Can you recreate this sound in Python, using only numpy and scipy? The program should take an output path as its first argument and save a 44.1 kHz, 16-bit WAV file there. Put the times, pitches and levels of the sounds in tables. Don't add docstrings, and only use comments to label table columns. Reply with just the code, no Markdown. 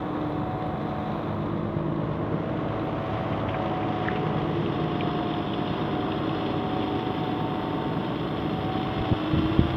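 import sys
import numpy as np
from scipy import signal
from scipy.fft import rfft, irfft, next_fast_len
from scipy.io import wavfile
from scipy.ndimage import uniform_filter1d

SR = 44100
rng = np.random.default_rng(int(sys.argv[2]) if len(sys.argv) > 2 else 0)


def digitize_waveform(pressure):
    field = np.atleast_2d(pressure).T
    bounded = np.clip(field, -1, 1)
    quanta = np.round(bounded * 32767).astype(np.int16)
    wavfile.write(sys.argv[1], SR, quanta)


N = 430416
CYLINDERS = 6
CUTOFF_HZ = 15500


def from_db(db):
    return 10 ** (np.asarray(db) / 20)


def rms_one(x):
    return x / np.sqrt(np.mean(x ** 2) + 1e-20)


def in_time(rows):
    s, *columns = np.transpose(rows)
    return [np.interp(np.arange(N) / SR, s, c) for c in columns]


def bell(x, centre, half_width):
    return np.exp(-np.minimum(((x - centre) / half_width) ** 2, 50))


def drift(rate):
    step = 40
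    r = np.exp(-2 * np.pi * rate * step / SR)
    noise = rng.standard_normal(N // step + 2002)
    slow = signal.lfilter([1], [1, -2 * r, r * r], noise)[2000:]
    return np.interp(np.arange(N) / step, np.arange(len(slow)), rms_one(slow))


def colour(x, spectrum):
    size = next_fast_len(N + 8192)
    hz, db = np.transpose(spectrum)
    bins = np.maximum(np.fft.rfftfreq(size, 1 / SR), 1)
    gain = from_db(np.interp(np.log(bins), np.log(hz), db))
    gain *= np.minimum(1, bins / hz[0]) ** 2
    gain *= np.minimum(1, hz[-1] / bins) ** 4
    return rms_one(irfft(rfft(x, size) * gain, size)[:N])


def passing(db, swells):
    t = np.arange(N) / SR
    beams = sum((from_db(top_db) * bell(t, s, half_s)) ** 2 for s, top_db, half_s in swells)
    return np.sqrt(from_db(db) ** 2 + beams)


def tone(turns, order, flutter):
    phase = 2 * np.pi * (order * turns + rng.random()) + flutter * drift(4.7)
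    return rms_one((1 + flutter * drift(3.3)) * np.cos(phase))


def firing(turns, depth, decay, uneven_db, alternate_db):
    count = turns * CYLINDERS / 2
    index, since = count.astype(int), count % 1
    own = rms_one(rng.standard_normal(CYLINDERS))[index % CYLINDERS]
    chance = rng.standard_normal(index[-1] + 1)[index]
    strength_db = uneven_db * (own / 2 + chance) / 2 + alternate_db * (index % 2)
    blow = from_db(strength_db) * np.exp(-since / decay) * np.sin(np.pi * since)
    depth = np.clip(depth, 0, 1)
    return 1 - depth + depth * rms_one(blow)


def shaking(turns, repeat):
    size, same = int(2 * N / turns[-1]), 0
    for _ in range(3):
        cycle = signal.resample(rng.standard_normal(size), 4 * size)
        same = same + drift(0.38) * cycle[(turns / 2 % 1 * len(cycle)).astype(int)]
    same = same / np.sqrt(uniform_filter1d(same ** 2, size=SR // 2) + 1e-9)
    repeat = np.clip(repeat, 0, 1)
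    return np.sqrt(repeat) * same + np.sqrt(1 - repeat) * rng.standard_normal(N)


# time in seconds, place (0 behind the truck, 0.5 rear corner, 1 beside it).
POSITION = [(0, 0.17), (1.3, 0.12), (2.2, 0.4), (2.8, 0.4), (4, 0.59), (4.6, 0.68), (5.1, 0.9),
            (9.76, 0.87)]


def as_heard(x, spectra):
    place = np.clip(in_time(POSITION)[0], 0, 1) * (len(spectra) - 1)
    return sum(np.maximum(1 - abs(place - k), 0) * colour(x, spectrum)
               for k, spectrum in enumerate(spectra))


# frequency in Hz, relative level in dB per Hz.
HISS_SPECTRUM = [(3000, -7.5), (6000, 0.5), (6900, 4.5), (7600, 3), (8300, 3.5), (8800, 0), (9600, 2.5),
                 (10500, 0), (12400, 1), (13200, 4), (15400, 2.5)]


def air_hiss(level_db):
    return from_db(level_db) * colour(rng.standard_normal(N), HISS_SPECTRUM)


# frequency in Hz, relative level in dB per Hz.
WIND_SPECTRUM = [(20, -26), (45, -12), (75, 0), (120, 2), (180, 0), (280, -16.5), (600, -39), (2000, -68)]
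# centre in seconds, top level in dB, half-length in seconds.
WIND_GUSTS = [(0.998, -40, 2.1), (3.297, -37.5, 0.26), (9.003, -40.5, 0.57), (9.39, -31, 0.049),
              (9.632, -30, 0.18)]
# centre in seconds, approximate peak level in dB, width of the peak (sigma) in ms.
WIND_PUFFS = [(9.01, -21, 1.7), (9.1176, -11.5, 0.94), (9.127, -10.5, 1.15), (9.135, -19, 0.73),
              (9.336, -15, 1.2), (9.371, -17, 0.97), (9.381, -16, 1.1), (9.3935, -12.5, 0.94),
              (9.412, -19, 1), (9.455, -22, 1.3), (9.593, -4, 0.79), (9.617, -19, 1), (9.632, -17, 1.1),
              (9.741, -18, 1.1)]
BREEZE_DB = -60
TROUGH_LAG, TROUGH_WIDTH = 0.88, 2.6


def wind():
    t = np.arange(N) / SR
    gusts = sum(from_db(db) * bell(t, s, half_s) for s, db, half_s in WIND_GUSTS)
    lumps = from_db(2.1 * drift(13))
    out = (from_db(BREEZE_DB) + gusts) * lumps * colour(rng.standard_normal(N), WIND_SPECTRUM)
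    for s, db, ms in WIND_PUFFS:
        away = (t - s) / (ms / 1000) / np.sqrt(2)
        peak = TROUGH_WIDTH * bell(away, 0, 0.97)
        trough = bell(away, TROUGH_LAG / np.sqrt(2), TROUGH_WIDTH)
        out = out + from_db(db) * (peak - trough) / (TROUGH_WIDTH - 1)
    return out


# pitch in Hz, rms level all round in dB, and a list of
# swells, each with centre in seconds, rms level in dB and half-length in seconds.
STEADY_HUMS = [(146, -48, []), (236, -47, []), (292.9, -50.5, [(3.1, -38, .5), (7.1, -39, 0.81)]),
               (562, -55.5, [(3.15, -42.5, 0.84), (6.4, -47, .5)]), (592, -59, [(8.1, -48.5, .5)])]


def hums():
    t = np.arange(N) / SR
    return sum(passing(db, swells) * tone(t, hz, flutter=0.22) for hz, db, swells in STEADY_HUMS)


# start in seconds, level before the decay in dB, band centre in Hz, bandwidth in octaves,
# decay time in seconds.
SCUFFS_AND_TICKS = [(.296, -71.5, 10600, .6, 0.014), (.667, -69, 11000, 1, 0.0055),
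                    (2.794, -41, 2800, 1, .005), (2.842, -68, 13000, .6, .015),
                    (3.016, -70, 13000, .6, .008), (3.325, -41, 2200, 1.05, .03),
                    (3.399, -42, 2150, 1.6, 0.011), (3.485, -40, 2100, 1.3, 0.034),
                    (3.542, -32.5, 1740, .9, 0.009), (3.66, -42, 2100, 1.3, .012),
                    (3.829, -36, 1650, 1.2, 0.007), (4.049, -36, 1450, 1.5, 0.044),
                    (4.083, -22.5, 1520, 0.72, 0.0045), (4.105, -37, 1550, 1.2, 0.035),
                    (4.157, -34.5, 1750, 1.8, 0.02), (4.66, -29, 3000, .6, 0.002),
                    (5.008, -30, 2600, 0.64, 0.005), (5.338, -38, 3200, 0.46, .005),
                    (5.534, -33, 3100, .5, 0.0068), (5.674, -37, 3100, .5, .006),
                    (6.118, -31.5, 3050, .5, 0.0077), (6.292, -30.5, 3100, .5, .002),
                    (6.821, -37, 2850, 0.7, .012)]


def scuffs_and_ticks():
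    out, t = np.zeros(N), np.arange(SR // 4) / SR
    for s, db, hz, octaves, decay in SCUFFS_AND_TICKS:
        spiky = rng.standard_normal(len(t)) * np.sqrt(rng.exponential(1, len(t)))
        half = 2 ** (octaves / 2)
        edges = [hz / half, min(hz * half, CUTOFF_HZ)]
        band = signal.butter(5, edges, "band", fs=SR, output="sos")
        burst = signal.sosfilt(band, spiky * np.exp(-t / decay))
        at = round(s * SR)
        out[at:at + len(t)] += from_db(db) * burst / np.std(signal.sosfilt(band, spiky))
    return out


# time in seconds, frequency in Hz.
TURBO_PITCH = [(0, 13230), (1.2, 13120), (2.0, 13050), (2.7, 13080), (3.4, 13500), (4.1, 13250),
               (4.7, 13300), (5.8, 12640), (6.2, 12930), (7.1, 13170), (7.7, 13070), (8.2, 12760),
               (8.7, 12730), (9.35, 13030), (9.76, 13650)]
# centre in seconds, rms level in dB, half-length in seconds.
TURBO_PATCHES = [(.45, -86, .5), (1.2, -80, 0.33), (3.398, -86, .4), (4.6, -86, .4), (5.85, -82, .6),
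                 (7, -85, 2.6), (7.4, -76.5, .5), (8.55, -77.5, 0.43), (9.4, -81, .45)]
TURBO_DB = -97.5
# time in seconds, frequency in Hz, rms level in dB.
BREATHY_WHISTLE = [(0, 8350, -104), (1.2, 8330, -90), (1.7, 8330, -108), (3.6, 8450, -104),
                   (4.3, 8450, -89), (5.0, 8400, -96), (6.3, 8350, -97), (7.0, 8350, -88), (8.3, 8100, -86),
                   (8.8, 8150, -94), (9.76, 8400, -96)]


def whistle(hz, jitter_hz, waver_db, waver_rate):
    sine = np.sin(2 * np.pi * np.cumsum(hz + jitter_hz * drift(90)) / SR)
    return rms_one(sine * from_db(waver_db * drift(waver_rate)))


def turbo():
    hz, = in_time(TURBO_PITCH)
    low_hz, low_db = in_time(BREATHY_WHISTLE)
    blades = passing(TURBO_DB, TURBO_PATCHES) * whistle(hz, 40, waver_db=2, waver_rate=14)
    lower = from_db(low_db) * whistle(low_hz, 65, waver_db=3, waver_rate=6)
    return blades + lower


# centre in seconds, rms level in dB, half-length in seconds.
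BELT_BEAMS = [(3.1, -40.5, 1.3), (9.1, -45, .45), (9.72, -42, .15)]
BELT_DB = -48
BELT_ORDER, BELT_SLIP = 36.9, .0022


def belt_whine(speed):
    turns = np.cumsum(speed * (1 + BELT_SLIP * drift(1.5))) / SR
    return passing(BELT_DB, BELT_BEAMS) * tone(turns, BELT_ORDER, flutter=0.16)


# time in seconds, rms level in dB.
PUMP_LEVEL = [(0, -41), (0.6, -36), (1.1, -39.5), (1.5, -60), (2.2, -52.5), (2.9, -42), (4, -35),
              (4.6, -40), (5.1, -36), (5.5, -42.5), (6, -38.5), (7.1, -37.5), (7.9, -41.5), (8.25, -47.5),
              (8.7, -38), (9.1, -39.5), (9.4, -61), (9.76, -45)]
PUMP_ORDER = 42


def pump_whine(turns):
    return from_db(in_time(PUMP_LEVEL)[0]) * tone(turns, PUMP_ORDER, flutter=0.22)


# order in cycles per crank turn, rms level all
# round in dB (db), and swells, each with centre in seconds, rms level in dB and half-length in seconds.
ENGINE_TONES = [ dict(order=3, db=-60.5, swells=[(2.5, -51.5, 2.2)]),
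                dict(order=6, db=-43, swells=[(3.3, -40, .8), (8.7, -44, 0.95)]),
                dict(order=7, db=-49.5, swells=[]), dict(order=9, db=-44.5, swells=[(1.9, -36.5, .6),
                (5.1, -38.5, 1.2), (7.3, -38.5, 0.96)]), dict(order=10.5, db=-54, swells=[(5.4, -45, 1.8),
                (7.8, -44, .9)]), dict(order=12, db=-55.5, swells=[(7, -47, 2.3)]),
                dict(order=12, db=-46, swells=[(1.7, -39.5, 1.0), (4.3, -40, .6), (6, -45.5, 1)]),
                dict(order=15, db=-56.5, swells=[(7.4, -46, 1.5), (9.6, -43, .4)]),
                dict(order=16, db=-56, swells=[(6.8, -45, 1.8)]),
                dict(order=17, db=-41.5, swells=[(.1, -35, 0.53), (7, -38.5, 1), (9.45, -31.5, 0.54)]),
                dict(order=18, db=-50, swells=[(2.6, -38.5, 0.43), (6.2, -37, 0.58), (7.6, -43, 0.7),
                (9.45, -37, 0.37)]), dict(order=19, db=-46.5, swells=[(4.4, -39.5, 1.4)]),
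                dict(order=19.5, db=-51, swells=[(1.8, -39, 0.6), (5.1, -37.5, 0.77)]),
                dict(order=22.5, db=-53.5, swells=[(4.1, -43, 0.45), (6.3, -40.5, 1.5)]),
                dict(order=24, db=-52, swells=[(4.5, -41, 0.58), (8.3, -44.5, 0.77)]),
                dict(order=25.5, db=-57, swells=[(2.15, -40.5, .3), (4.8, -43, 0.91)]),
                dict(order=30, db=-59, swells=[(.2, -47, .7), (9.4, -49.5, .45)]),
                dict(order=34, db=-52.5, swells=[(2.8, -48.5, 1.3)]),
                dict(order=41, db=-54.5, swells=[(3.6, -47.5, 1), (7.6, -45.5, .8)]),
                dict(order=51, db=-58, swells=[(7.4, -43, 1.1)]),
                dict(order=55.5, db=-62.5, swells=[(3.9, -53, .8)]),
                dict(order=60, db=-57.5, swells=[(9.7, -54, 0.4)]), dict(order=62, db=-53.5, swells=[]),
                dict(order=63.5, db=-55, swells=[(5.05, -46, 0.47), (9.2, -52, .6)]),
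                dict(order=73.75, db=-60.5, swells=[(9.4, -48.5, 0.38)]),
                dict(order=105, db=-66, swells=[(9.25, -54.5, .35)]),
                dict(order=110.25, db=-65.5, swells=[(7.74, -56.5, 0.38)]),
                dict(order=119, db=-66, swells=[(8.85, -51, 0.18)]),
                dict(order=144.75, db=-70.5, swells=[(9.25, -53, 0.38)]),
                dict(order=147.5, db=-68.5, swells=[(9.3, -52.5, 0.39)]),
                dict(order=166.5, db=-71, swells=[(9.45, -55, .4)]),
                dict(order=170.5, db=-71, swells=[(9.25, -56, .4)])]


def beamed_tones(turns):
    return sum(passing(row["db"], row["swells"]) * tone(turns, row["order"], flutter=0.25)
               for row in ENGINE_TONES)


# frequency in Hz, relative level in dB per Hz.
TICKS_BEHIND = [(1200, -28), (2000, 5), (2500, 3), (2900, -7), (3500, 5.5), (4100, -2.5), (4500, -14.5),
                (5300, -19.5), (6400, -23.5), (7500, -43.5), (11000, -61)]
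TICKS_CORNER = [(1200, -15.5), (2000, 4), (2450, -0.5), (2900, 0.5), (3450, -3), (3800, -8), (4100, -14),
                (4500, -17), (5300, -21.5), (6400, -27.5), (7500, -43.5), (11000, -59.5)]
TICKS_BESIDE = [(1500, -4.5), (2100, -5.5), (2450, -8), (2700, -2), (2900, -3.5), (3400, 1.5), (3750, -4.5),
                (3980, -24.5), (4180, -5.5), (4500, -32.5), (4830, -15.5), (5650, -24.5), (6200, -45),
                (9000, -59.5)]
CRACKLE_DB = 1.0


def clatter(turns, level_db):
    contacts = from_db(0.48 * drift(14) + CRACKLE_DB * drift(250))
    blows = firing(turns, depth=0.15, decay=0.29, uneven_db=7.0, alternate_db=6)
    ticks = shaking(turns, repeat=0.38) * blows * contacts
    return from_db(level_db) * as_heard(ticks, [TICKS_BEHIND, TICKS_CORNER, TICKS_BESIDE])


# frequency in Hz, relative level in dB per Hz.
BLOCK_SPECTRUM = [(300, -24.5), (480, 2), (570, 5), (690, 2), (810, 0.5), (950, 2), (1130, 1.5), (1350, -5),
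                  (1650, -8.5), (1980, -16), (2400, -31.5), (3600, -51)]


def block(turns, level_db):
    blows = firing(turns, depth=0.22, decay=0.28, uneven_db=4.5, alternate_db=3.5)
    return from_db(level_db) * colour(shaking(turns, repeat=0.45) * blows, BLOCK_SPECTRUM)


# frequency in Hz, relative level in dB per Hz.
EXHAUST_BEHIND = [(20, -44), (38, -16), (52, -7), (75, -5), (110, -2.5), (155, 2), (205, 5), (250, -10),
                  (315, -3), (365, -3), (420, -2), (490, -4), (800, -35)]
EXHAUST_ONE_THIRD = [(20, -41.5), (38, -20.5), (52, -7.5), (78, -6.5), (110, -4.5), (155, 3.5), (205, -1),
                     (250, -2.5), (315, 1.5), (365, -3.5), (420, -4.5), (490, -5.5), (800, -37)]
EXHAUST_TWO_THIRDS = [(20, -39), (38, -22.5), (54, -7.5), (78, -4.5), (110, -2.5), (155, 3), (205, -0.5),
                      (250, -4), (320, 2), (365, -4.5), (420, 0.5), (480, -8), (800, -40)]
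EXHAUST_BESIDE = [(20, -39), (38, -23.5), (55, -7), (80, -5.5), (110, -4), (155, 3), (200, -1), (255, -2.5),
                  (320, 2.5), (365, -3.5), (415, -2), (475, -12.5), (800, -41.5)]


def exhaust(turns, level_db):
    blows = firing(turns, depth=0.16, decay=0.47, uneven_db=5.5, alternate_db=4)
    pulses = shaking(turns, repeat=0.45) * blows
    places = [EXHAUST_BEHIND, EXHAUST_ONE_THIRD, EXHAUST_TWO_THIRDS, EXHAUST_BESIDE]
    return from_db(level_db) * as_heard(pulses, places)


# time in seconds, turns per second.
CRANK_SPEED = [(0.0, 17.783), (0.61, 17.65), (1.37, 17.44), (2.05, 17.302), (2.84, 17.819), (3.26, 17.838),
               (3.91, 17.489), (4.21, 17.49), (4.49, 17.74), (4.83, 17.162), (5.15, 17.057), (5.54, 16.981),
               (5.94, 17.36), (6.82, 17.754), (7.26, 17.656), (8.99, 17.901), (9.33, 18.276),
               (9.76, 19.332)]
# time in seconds, exhaust drone in dB, block and pump roar in dB,
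# clatter in dB, air hiss in dB.
WALK_LEVELS = [(0, -35, -37, -52, -76), (1.1, -36.5, -37, -50.5, -76), (1.65, -33.5, -38.5, -53.5, -79.5),
               (2.3, -31, -37, -51.5, -80), (3.2, -33.5, -34.5, -46.5, -75.5),
               (3.75, -32, -34.5, -44.5, -77.5), (4.5, -30, -35, -44.5, -76.5), (5.4, -32, -35.5, -43, -75),
               (6.1, -31, -34.5, -43, -74.5), (7.0, -31.5, -36.5, -43, -73.5), (7.9, -32, -36.5, -45, -73),
               (9.0, -31.5, -36.2, -42, -72), (9.76, -36, -36.5, -40.5, -70)]


def scene():
    speed, = in_time(CRANK_SPEED)
    turns = np.cumsum(speed * (1 + .0008 * drift(5.74))) / SR
    drone_db, roar_db, clatter_db, hiss_db = in_time(WALK_LEVELS)
    surroundings = air_hiss(hiss_db) + wind() + hums() + scuffs_and_ticks()
    whines = turbo() + belt_whine(speed) + pump_whine(turns) + beamed_tones(turns)
    engine = clatter(turns, clatter_db) + block(turns, roar_db) + exhaust(turns, drone_db)
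    return (surroundings + whines + engine)[None]


def record(dry):
    opening = np.minimum(np.arange(N) / (.003 * SR), 1)
    steep_cut = signal.ellip(12, .1, 80, CUTOFF_HZ, fs=SR, output="sos")
    return signal.sosfilt(steep_cut, dry * opening)


dry = scene()
out = record(dry)
digitize_waveform(out)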